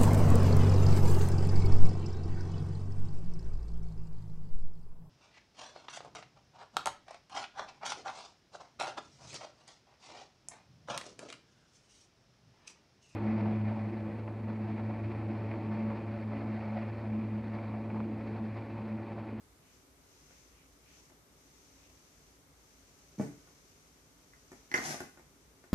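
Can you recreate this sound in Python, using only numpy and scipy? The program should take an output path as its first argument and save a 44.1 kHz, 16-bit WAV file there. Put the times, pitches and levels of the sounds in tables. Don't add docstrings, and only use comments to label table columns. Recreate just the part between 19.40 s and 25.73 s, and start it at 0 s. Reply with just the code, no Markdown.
import sys
import numpy as np
from scipy import signal
from scipy.fft import rfft, irfft, next_fast_len
from scipy.io import wavfile

SR = 44100
rng = np.random.default_rng(int(sys.argv[2]) if len(sys.argv) > 2 else 0)


def wav_record(signal):
    frames = np.transpose(np.atleast_2d(signal))
    bounded = np.clip(frames, -1, 1)
    quanta = np.round(bounded * 32767).astype(np.int16)
    wavfile.write(sys.argv[1], SR, quanta)


N = 279153
TIME = np.arange(N) / SR

# f/Hz, level/dB
AIR_SPECTRUM = [(35, -38), (60, -3), (151, -7.5), (209, -8), (408, -7.5), (762, -12), (855, -11.5),
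                (1880, -17), (2150, -14.5), (2470, -20), (6840, -19.5), (14000, -23.5), (15000, -32)]
# f/Hz, width/Hz, level/dB
HUM_BANDS = [(54.4, 14.8, -70), (81.7, 13.3, -77.5), (147, 16.6, -74.5), (275.7, 26.5, -73.5),
             (381, 45, -76), (1207, 226, -79)]
# t/s, level/dB
TAIL_PRESSURE = [(0.17, -88.5), (0.35, -70.5), (0.54, -83), (0.74, -69.5), (1.0, -68), (1.2, -76.2),
                 (1.39, -76.5), (1.58, -65.5), (1.87, -84.5), (1.99, -71.5), (2.35, -69.3), (2.92, -72.3),
                 (3.08, -80), (3.26, -71), (4.24, -69.5), (4.65, -74), (4.8, -74), (5.16, -69),
                 (5.95, -76.5), (6.3, -78)]
# t/s, level/dB
TAIL_DRAGS = [(.28, -73.5), (.95, -73), (1.195, -71), (1.51, -68.5), (2.45, -71.5)]
# f/Hz, level/dB
FUR_AT_MIC = [(1500, -11), (2400, -11.5), (3500, -10.5), (5000, -6), (6100, 0), (7500, -9), (10000, -23),
              (14500, -24)]
# f/Hz, level/dB
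RUB_SPECTRUM = [(60, -8), (150, -8), (350, 10), (800, 5.5), (1400, -2), (2150, -1), (3200, -18),
                (4500, -12.5), (6000, -9), (8500, -11.5), (14500, -21)]
# t/s, level/dB, brightness/Hz
TAIL_HITS = [(3.7814, -36, 248), (3.787, -33, 220), (3.7972, -24.5, 770), (3.8090, -41.5, 1290),
             (3.822, -49, 600)]
# f/Hz, level/dB, t60/s
PANEL_TONES = [(140, -6.5, 0.082), (210, 5.5, 0.019), (218.3, -23.5, 0.24), (286.9, -7, 0.26),
               (370, -17.5, 0.16), (438, -11.5, 0.084), (621, -7, 0.057), (813, -18.5, 0.1),
               (1095, -17, 0.056), (1370, -22, .06), (2070, -15, 0.027)]
# t/s, level/dB, brightness/Hz
PAW_STEPS = [(0.905, -62, 1800), (1.699, -62, 1800), (4.074, -59.5, 1800), (5.117, -46, 606),
             (5.3169, -45, 800), (5.3417, -36, 500), (5.388, -35, 900), (5.458, -41.5, 1800),
             (5.478, -41.5, 440), (5.543, -40.5, 700), (5.604, -36.5, 2000), (5.7738, -54, 2200),
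             (6.24, -57.5, 3020)]
# f/Hz, level/dB, t60/s
SILL_TONES = [(162, -13, 0.058), (266, -8, 0.084), (350, -6, 0.098), (616, -15, 0.036), (813, 0, 0.031),
              (1130, -7.5, 0.033), (1476, -0.5, 0.025), (1760, 3, 0.0075), (2030, -4, .012),
              (2380, -3, .01), (5900, -25, .005)]
# t/s, level/dB, brightness/Hz
CLAW_HITS = [(4.935, -50, 1400), (5.3155, -38, 5000), (5.3240, -42, 2600), (5.3409, -23.5, 5200),
             (5.3447, -25, 2300), (5.3494, -24, 2100), (5.3775, -33, 2000)]
# f/Hz, level/dB, t60/s
PANE_TONES = [(805, -24, 0.13), (1070, -13, 0.022), (1482, -15, 0.059), (1800, -5.5, 0.033),
              (1910, -1, 0.028), (2020, 1.5, 0.026), (2060, -35, .035), (2970, -18, 0.008),
              (4980, -16, .005), (5790, 0, .005)]
# f/Hz, level/dB
SCRATCH_AT_MIC = [(300, -21), (1000, -2), (2300, -16), (3600, -1), (4900, 7.5), (5900, 10.5), (7000, -16),
                  (9000, -6), (14500, -13.5)]
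# t/s, rise/s, hold/s, level/dB
BREATHS = [(5.351, 0.0052, .006, -46.5), (5.396, 0.058, 0.068, -46)]
# f/Hz, width/Hz, level/dB
THROAT_BANDS = [(168, 110, 0.5), (800, 220, 0), (1520, 170, -2.5), (2060, 250, -3.5)]
# f/Hz, level/dB
RUSH_AT_MIC = [(1470, -40), (2500, -5.5), (3130, -7.5), (3860, -5.5), (4230, -5.5), (6060, 3.5),
               (7990, -8.5), (10600, -8), (11500, -14), (13700, -13), (15000, -40)]
# delay/s, level/dB
NEAR_ECHOES = [(.0034, -14), (.0083, -11.5), (0.0133, -14.5)]
# f/Hz, t60/s
ROOM_FADE = [(100, 0.34), (300, 0.36), (800, 0.28), (2000, 0.46), (6000, 0.4), (14000, 0.49)]
# f/Hz, likeness (0 unrelated, 1 the same)
PORT_LIKENESS = [(50, 0.93), (200, 0.81), (500, 0.76), (1000, 0), (2000, 0), (4000, 0), (15000, 0)]
# f/Hz, level/dB
PORT_BALANCE = [(100, -0.5), (700, 0.9), (1200, 1), (2200, 3), (3300, -3), (4500, 1), (6100, 6.5),
                (7500, -1.5), (10500, -1.5), (14500, -1)]

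PORT_LAG_S = .00039


def from_db(db):
    return 10 ** (np.asarray(db) / 20)


def rms_one(x):
    return x / np.sqrt(np.mean(x ** 2) + 1e-20)


def fade(t, t60):
    return np.exp(-np.log(1000) * t / t60)


def at_hz(points, hz):
    f, value = np.transpose(points)
    return np.interp(np.log(hz + 1e-6), np.log(f), value)


def colour(x, spectrum):
    size = next_fast_len(x.shape[-1] + 4096)
    gain = from_db(at_hz(spectrum, np.fft.rfftfreq(size, 1 / SR)))
    return irfft(rfft(x, size) * gain, size)[..., :x.shape[-1]]


def surround_noise(size=N):
    padded = next_fast_len(size)
    alike = np.clip(at_hz(PORT_LIKENESS, np.fft.rfftfreq(padded, 1 / SR)), -1, 1)
    mid, side = rfft(rng.standard_normal((2, padded)))
    shared = np.sqrt((1 + alike) / 2) * mid
    opposite = np.sqrt((1 - alike) / 2) * side * [[1], [-1]]
    return irfft(shared + opposite, padded)[:, :size]


def flutter(rate_hz, depth_db):
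    points = rng.standard_normal(8192)
    return from_db(depth_db * np.interp(TIME * rate_hz, np.arange(len(points)), points))


def resonate(x, hz, width_hz):
    r = np.exp(-np.pi * width_hz / SR)
    feedback = [1, -2 * r * np.cos(2 * np.pi * hz / SR), r * r]
    return signal.lfilter(np.array([1, 0, -1]) * (1 - r * r) / 2, feedback, x)


def steep_band(x, hz, width_hz):
    return rms_one(resonate(resonate(x, hz, width_hz), hz, width_hz))


def low_pass(x, hz):
    return signal.sosfilt(signal.butter(2, min(hz, SR / 2 - 1000), fs=SR, output="sos"), x)


def high_pass(x, hz):
    return signal.sosfilt(signal.butter(4, hz, "high", fs=SR, output="sos"), x)


def strike(hits, tones, lowest_hz):
    out, t = np.zeros(N + SR), np.arange(SR // 2) / SR
    hz, tone_db, t60 = np.transpose(tones)[:, :, None]
    rings = np.sin(2 * np.pi * hz * t) * from_db(tone_db) * fade(t, t60)
    for s, db, bright_hz in hits:
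        chance = from_db(rng.standard_normal(len(tones)))
        at = round(s * SR)
        out[at:at + len(t)] += from_db(db) * low_pass(chance @ rings, bright_hz)
    return high_pass(out[:N], lowest_hz)


def scuff(touches, spectrum):
    grip, t = np.zeros(N + SR), np.arange(SR // 2) / SR
    for s, db, t60 in touches:
        at = round(s * SR)
        grip[at:at + len(t)] += from_db(db) * fade(t, t60)
    uneven_grip = grip[:N] * flutter(rate_hz=500, depth_db=6.5)
    return uneven_grip * rms_one(colour(rng.standard_normal(N), spectrum))


def room(x, reverb_db, lag_s):
    t = np.arange(SR * 3 // 4) / SR
    octaves_hz = 60 * 2 ** np.arange(9)
    noise, reverb = surround_noise(len(t)), 0
    build_up = np.clip(t / 0.0028 - .3, 0, 1)
    for low, high in zip(octaves_hz, octaves_hz[1:]):
        band = signal.sosfiltfilt(signal.butter(2, [low, high], "band", fs=SR, output="sos"), noise)
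        t60 = at_hz(ROOM_FADE, np.sqrt(low * high))
        reverb = reverb + rms_one(band * build_up * fade(t, t60)) * np.sqrt((high - low) * t60)
    response = from_db(reverb_db) * rms_one(reverb) / np.sqrt(len(t))
    response[0, round(lag_s * SR)] += 1
    response[1, 0] += 1
    for s, db in NEAR_ECHOES:
        response[:, round(s * SR)] += from_db(db)
    return signal.fftconvolve(np.atleast_2d(x), response, axes=1)[:, :N]


def room_tone():
    noise = surround_noise()
    hum = sum(from_db(db) * steep_band(noise, hz, 2 * width) for hz, width, db in HUM_BANDS)
    air = from_db(-65.5) * rms_one(colour(surround_noise(), AIR_SPECTRUM))
    return air + hum


def tail_sweeps():
    pressure_db = np.interp(TIME, *np.transpose(TAIL_PRESSURE))
    rasp_level = from_db(-78.5 + 0.74 * (pressure_db + 71))
    drag_length_s = 0.19
    for s, db in TAIL_DRAGS:
        swell = np.cos(np.pi * np.clip((TIME - s) / drag_length_s, -.5, .5))
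        rasp_level = np.hypot(rasp_level, from_db(db) * swell)
    whisper = from_db(pressure_db + 2.6) * rms_one(colour(surround_noise(), FUR_AT_MIC))
    rasp = rasp_level * steep_band(surround_noise(), hz=2310, width_hz=1300)
    return (whisper + rasp) * flutter(rate_hz=120, depth_db=1.0)


def tail_thump():
    boom = strike(TAIL_HITS, PANEL_TONES, lowest_hz=135)
    rub = from_db(-33.5) * scuff([(s, db, .25) for s, db, _ in TAIL_HITS], RUB_SPECTRUM)
    first_touch_s = TAIL_HITS[0][0]
    brush = scuff([(first_touch_s, -65, .12)], FUR_AT_MIC)
    return room(boom, reverb_db=-1.5, lag_s=.00002) + room(rub + brush, reverb_db=3.5, lag_s=.00002)


def paws():
    knocks = strike(PAW_STEPS, SILL_TONES, lowest_hz=96)
    slips = [(s, db, 0.07 * 2 ** ((-39 - db) / 16)) for s, db, _ in PAW_STEPS]
    slides = from_db(-7) * scuff(slips, RUB_SPECTRUM)
    return room(knocks + slides, reverb_db=-2.0, lag_s=PORT_LAG_S * 0.41)


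def claws():
    clacks = room(strike(CLAW_HITS, PANE_TONES, lowest_hz=670), reverb_db=-4.5, lag_s=PORT_LAG_S)
    tips = [(s, db - 8.5 + 12 * np.log2(bright_hz / 3500), .011) for s, db, bright_hz in CLAW_HITS]
    scratches = room(scuff(tips, SCRATCH_AT_MIC), reverb_db=-6, lag_s=PORT_LAG_S)
    return (clacks + scratches) * from_db([[-1.5], [1.5]])


def hiss():
    breath = 0
    for s, rise_s, hold_s, db in BREATHS:
        swell = np.clip((TIME - s) / rise_s, 0, 1)
        release = fade(np.maximum(TIME - s - rise_s - hold_s, 0), t60=0.13)
        breath = breath + from_db(db) * swell * release
    air, throat = rng.standard_normal(N), 0
    for k, (hz, width, db) in enumerate(THROAT_BANDS):
        throat = throat + (-1) ** k * from_db(db) * resonate(air, hz, width)
    throat = rms_one(high_pass(low_pass(throat, hz=2750), hz=67))
    throat = from_db(2) * throat * flutter(rate_hz=170, depth_db=4.0)
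    rush = rms_one(colour(rng.standard_normal(N), RUSH_AT_MIC)) * flutter(rate_hz=370, depth_db=3.5)
    return room((throat + rush) * breath, reverb_db=-1.5, lag_s=PORT_LAG_S * .7)


def scene():
    return tail_sweeps() + tail_thump() + claws() + hiss() + paws() + room_tone()


def record(dry):
    left = colour(dry[0], [(hz, db / 2) for hz, db in PORT_BALANCE])
    right = colour(dry[1], [(hz, -db / 2) for hz, db in PORT_BALANCE])
    treble_cut = signal.ellip(12, .1, 70, 14650, fs=SR, output="sos")
    return signal.sosfilt(treble_cut, high_pass(np.array([left, right]), hz=39))


dry = scene()
out = record(dry)
wav_record(out)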